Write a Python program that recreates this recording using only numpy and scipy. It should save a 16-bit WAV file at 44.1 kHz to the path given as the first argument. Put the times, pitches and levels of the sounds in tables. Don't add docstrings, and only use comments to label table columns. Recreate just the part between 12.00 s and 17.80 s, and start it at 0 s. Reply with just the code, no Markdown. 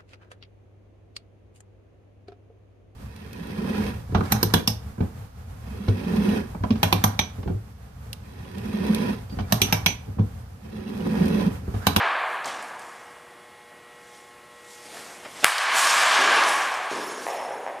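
import sys
import numpy as np
from scipy import signal
from scipy.io import wavfile
from scipy.ndimage import uniform_filter1d

SR = 44100
rng = np.random.default_rng(int(sys.argv[2]) if len(sys.argv) > 2 else 0)


def pcm_store(signal):
    levels = np.round(np.clip(np.atleast_2d(signal), -1, 1) * 32767)
    wavfile.write(sys.argv[1], SR, levels.astype(np.int16).T)


N = 255764
TIME = np.arange(N) / SR


def gain_of(db):
    return 10 ** (np.asarray(db) / 20)


def evened(x):
    return x / np.sqrt(np.mean(x ** 2) + 1e-20)


def read(points, hz, column=1):
    table = np.transpose(points)
    return np.interp(np.log(hz + 1), np.log(table[0] + 1), table[column])


def add(mix, s, sound):
    at = round(s * SR)
    sound = sound[max(-at, 0):]
    part = mix[max(at, 0):][:len(sound)]
    part += sound[:len(part)]


def swells(rows):
    s, db, rise, fall = np.transpose(rows)[:4, :, None]
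    late = TIME - s
    below_peak_db = 20 * np.where(late < 0, -late / rise, late / fall)
    return gain_of(db - below_peak_db) ** 2


def hiss(colour, patchy_db, flicker_db, tilt=0 * TIME):
    frames, hz = N // 128 + 5, np.fft.rfftfreq(512, 1 / SR)
    real, imaginary, patches = rng.standard_normal((frames, 257, 3)).T
    patches = uniform_filter1d(patches, size=8, axis=0)
    patches = evened(uniform_filter1d(patches, size=20, axis=1))
    flicker = evened(uniform_filter1d(rng.standard_normal(frames), size=3))
    octaves = np.log2(np.maximum(hz, 2000) / 7000)[:, None]
    tilt_db = octaves * np.interp(np.arange(frames) * 128 / SR, TIME, tilt)
    level_db = read(colour, hz)[:, None] + tilt_db + patchy_db * patches + flicker_db * flicker
    spectra = (real + 1j * imaginary) * gain_of(level_db)
    return evened(signal.istft(spectra, nperseg=512, noverlap=384)[1][:N])


def ring(hz, t60, size):
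    t = np.arange(size) / SR
    return np.sin(2 * np.pi * hz * t) * gain_of(-60 * t / t60)


# (frequency [Hz], time to fall 60 dB [s], starting level [dB])
HALL_DECAY = [(146, 1.65, 6), (373, 3.18, 3), (930, 2.483, 9), (2260, 2.2, 5.5), (4270, 1.836, 14),
              (7760, 0.73, 15.5), (14000, 0.36, 10)]


def hall(build_s, seconds):
    hz, t, spectra = signal.stft(rng.standard_normal(seconds * SR), SR, nperseg=256)
    start_db = read(HALL_DECAY, hz, column=2)[:, None]
    t60 = read(HALL_DECAY, hz)[:, None]
    tail = signal.istft(spectra * gain_of(start_db - 60 * t / t60), SR, nperseg=256)[1]
    tail *= 1 - np.exp(-np.arange(len(tail)) / (SR * build_s))
    return tail / np.sqrt(SR / 10)


def echoed(pulse, echoes, tail, small_hz):
    path = tail.copy()
    path[0] = 1
    for s, db in echoes:
        path[round(s * SR)] += gain_of(db)
    thin = signal.lfilter(*signal.butter(2, small_hz, "high", fs=SR), pulse)
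    return signal.fftconvolve(thin, path)


# (frequency [Hz], relative level [dB per Hz])
AIR_COLOUR = [(20, -32), (60, -5), (150, -3), (300, -1), (600, -1), (1200, -1.5), (2000, -3), (3000, -8),
              (6000, -17), (10000, -14), (12500, -25), (15000, -23.5)]


def air():
    return gain_of(-52) * hiss(AIR_COLOUR, patchy_db=.5, flicker_db=.2)


# (multiple of the buzz frequency [-], level before wavering [dB rms])
LAMP_OVERTONES = [(3, -65.5), (4, -58.5), (5, -64.5), (6, -66), (7, -60), (9, -60), (11, -64.5), (15, -71),
                  (16, -59), (17, -72.5), (18, -62.5), (20, -73), (24, -69), (28, -70)]
BUZZ_HZ = 120


def lamps():
    multiple, db = np.transpose(LAMP_OVERTONES)[:, :, None]
    start, rate, lag = rng.random((len(LAMP_OVERTONES), 3)).T[:, :, None]
    waver_hz = 0.56 + 1.55 * rate
    waver_db = 2.3 * np.sin(2 * np.pi * (waver_hz * TIME + lag))
    tones = np.sin(2 * np.pi * (BUZZ_HZ * multiple * TIME + start))
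    return (np.sqrt(2) * gain_of(db + waver_db) * tones).sum(0)


# (time of the peak [s], level [dB], rise [s], fall [s], brightness [dB per octave])
RUSTLE_MOVES = [(0.05, -50.5, 0.75, 0.37, -5), (0.33, -53.5, 0.4, .4, 12), (0.465, -40, 0.027, 0.31, -2),
                (0.625, -50.5, .015, 0.26, 8), (0.795, -52, .02, 0.78, 3.5), (2.16, -54, 0.43, .35, 4),
                (2.722, -47.5, 0.12, 0.2, 3.5), (2.97, -43.5, 0.45, 0.72, 4.5), (3.32, -52, 0.19, .6, 14),
                (3.62, -10.5, 0.12, 0.09, 5), (3.785, -4.5, 0.095, 0.26, 5.5),
                (3.9, -10.5, 0.28, 0.36, -1.5), (4.1, -23, 0.23, 0.46, -7.5),
                (4.49, -30.5, 0.11, 0.41, 1.5), (4.91, -41, 0.046, 0.71, -2),
                (5.24, -43.5, 0.11, 0.26, 0.5)]
# (frequency [Hz], relative level [dB per Hz])
NET_COLOUR = [(1470, -35), (2500, -1.5), (3370, 1.5), (4160, -1), (5410, 0), (8870, -4), (10100, -8.5),
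              (12100, -13.5), (15000, -34)]


def rustle():
    power = swells(RUSTLE_MOVES)
    total = power.sum(0)
    tilt = np.transpose(RUSTLE_MOVES)[-1] @ power / (total + 1e-30)
    return np.sqrt(total) * hiss(NET_COLOUR, patchy_db=1.37, flicker_db=0.77, tilt=tilt)


# (time of the peak [s], level [dB], rise [s], fall [s])
STRIDE_MOVES = [(2.97, -42, 0.23, 0.6), (3.256, -38.5, 0.031, 0.042), (3.4, -41.5, 0.26, .05),
                (3.443, -25, 0.026, .002)]
# (frequency [Hz], relative level [dB per Hz])
MAT_COLOUR = [(59, -49.5), (100, -12), (176, -7.5), (349, -1.5), (452, -6), (604, 0), (1220, -6),
              (2150, -5.5), (6000, -22), (7800, -36), (13200, -120)]


def stride():
    loudness = np.sqrt(swells(STRIDE_MOVES).sum(0))
    return loudness * hiss(MAT_COLOUR, patchy_db=2.0, flicker_db=-0.5)


def jingle(notes, shakes, ring_s):
    out = np.zeros(N)
    for hz, db in notes:
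        knocks = (rng.random(N) < 250 / SR) * rng.standard_normal(N)
        partner = ring(hz * rng.uniform(1.002, 1.008), ring_s, size=9000)
        pair = ring(hz, ring_s, size=9000) + .3 * partner
        out += gain_of(db) * evened(signal.oaconvolve(knocks, pair)[:N])
    return out * np.sqrt(swells(shakes).sum(0))


# (frequency [Hz], level before the shake level is added [dB])
HOOK_NOTES = [(5346, -53.5), (5830, -58), (6632, -56.5), (7494, -64), (9249, -57), (9873, -58),
              (10314, -58), (11940, -62)]
# (time of the peak [s], level [dB], rise [s], fall [s])
HOOK_SHAKES = [(5.042, 6, 0.15, 0.45), (5.28, 1, .4, 0.66), (5.45, -5, 0.24, 0.27)]


def hooks():
    return jingle(HOOK_NOTES, HOOK_SHAKES, ring_s=.2)


# (frequency [Hz], level before the shake level is added [dB])
SMALL_HOOK_NOTES = [(8269, -61), (8845, -51), (10018, -60.5), (10487, -47), (10977, -54)]
# (time of the peak [s], level [dB], rise [s], fall [s])
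SMALL_HOOK_SHAKES = [(4.318, -1, 0.033, 0.053), (4.371, 6, .04, .06), (4.49, 10, .07, 0.077),
                     (4.55, 0, 0.056, .15)]


def small_hooks():
    return jingle(SMALL_HOOK_NOTES, SMALL_HOOK_SHAKES, ring_s=.04)


# (time [s], level [dB], pitch [Hz])
KNOT_SNAPS = [(0.2994, -34, 4100), (0.445, -21, 4770), (0.4577, -18.5, 7060), (0.4794, -28, 7000),
              (0.4855, -26, 4030), (0.626, -29, 8200), (0.7945, -31, 8500), (0.819, -35, 4670),
              (3.5819, 20, 5030), (4.4374, -8.5, 4400), (4.741, -26, 7000)]


def ticks():
    out, t = np.zeros(N), np.arange(3000) / SR
    for s, db, hz in KNOT_SNAPS:
        snap = ring(hz, .0012, size=3000)
        fizz = np.convolve(rng.standard_normal(3000), snap[:40], "same")
        trail = gain_of(-17.5 - 60 * t / 0.042) * fizz
        add(out, s, gain_of(db) * (snap + trail))
    return signal.lfilter(*signal.butter(2, 1000, "high", fs=SR), out)


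# (time [s], level [dB], pitch [Hz], hall share [dB])
THUDS = [(0.459, -12, 790, -1.5), (.455, -28, 236, 2.5), (3.252, -21, 850, -10), (3.4434, -1.5, 140, -31),
         (3.619, -16, 837, -2), (3.73, -8.5, 298, 4.5), (4.19, -6, 375, 2.5), (4.914, -11.5, 384, 6),
         (5.18, -19, 435, 3.5), (5.267, -4.5, 710, 3.5), (5.404, -14, 643, 5.5), (5.489, -14.5, 524, 7.5),
         (5.665, -8.5, 666, 0)]
# (delay [s], level against the direct sound [dB])
THUD_ECHOES = [(.0113, -3), (.0188, -3), (.0262, -7), (.0345, -6), (.042, -10)]


def bounces():
    out, t = np.zeros(N), np.arange(2000) / SR
    for s, db, hz, wet_db in THUDS:
        knock = ring(hz, 3.5 / hz, size=2000)
        knock += gain_of(-6) * ring(2.4 * hz, 2.5 / hz, size=2000)
        knock *= 1 - np.exp(-(5 * hz * t) ** 2)
        room = hall(build_s=.035, seconds=2)
        room *= gain_of(wet_db - 60 * np.arange(len(room)) / (SR * 3.5))
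        add(out, s, gain_of(db) * echoed(knock, THUD_ECHOES, room, small_hz=0.78 * hz))
    return out


# (time [s], level [dB], tilt over the modes [dB per octave])
BLOWS = [(-1.1, 1, -0.5), (3.4442, 0, 0.07)]
# (frequency [Hz], level before the tilt [dB], time to fall 60 dB [s])
WOOD_MODES = [(703, 14.5, 0.0065), (1130, 17.5, 0.01), (1650, 19, 0.01), (2284, 21, 0.005),
              (3180, 18, 0.0027), (4480, 16.5, 0.0018), (5900, 18, 0.0008), (8900, 22, 0.001),
              (12100, 25.5, 0.00028)]
# (delay [s], level against the direct sound [dB])
CRACK_ECHOES = [(.0014, 2), (.0029, -5), (.0084, 1), (.012, -4), (.0205, 1), (.0245, -2), (.029, -7),
                (.036, -5), (.04, -7), (.054, -8)]
NEAR_DB, NEAR_S = 9, 0.041


def bat():
    out = np.zeros(N)
    for s, db, tilt in BLOWS:
        wood = np.zeros(2000)
        for k, (hz, mode_db, t60) in enumerate(WOOD_MODES):
            direction = (-1) ** k
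            mode_gain = gain_of(mode_db + tilt * np.log2(hz / 1100))
            wood += direction * mode_gain * ring(hz, t60, size=2000)
        room = gain_of(1) * hall(build_s=.015, seconds=4)
        room *= 1 + gain_of(NEAR_DB) * np.exp(-np.arange(len(room)) / (SR * NEAR_S))
        add(out, s, gain_of(db) * echoed(wood, CRACK_ECHOES, room, small_hz=417))
    return out


def scene():
    background = air() + lamps() + rustle() + stride()
    mono = background + hooks() + small_hooks() + ticks() + bounces() + bat()
    return np.array([mono, mono])


def record(dry):
    keep = np.exp(-1 / (SR * 0.0048))
    power = signal.lfilter([1 - keep], [1, -keep], dry[0] ** 2)
    power_db = 10 * np.log10(power + 1e-12)
    sink_db = 52 * TIME
    held_db = np.maximum.accumulate(power_db + sink_db) - sink_db
    over_db = np.maximum(held_db + 16.5, 0)
    quick = np.exp(-1 / (SR * 0.00068))
    cut_db = 1.118 * signal.lfilter([1 - quick], [1, -quick], over_db)
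    clipped = np.clip(dry / gain_of(cut_db), -.95, .95)
    thinned = signal.lfilter(*signal.butter(2, 60, "high", fs=SR), clipped)
    band_limit = signal.firwin(255, 15200, window=("kaiser", 9), fs=SR)
    return signal.oaconvolve(thinned, band_limit[None], "same")


dry = scene()
out = record(dry)
pcm_store(out)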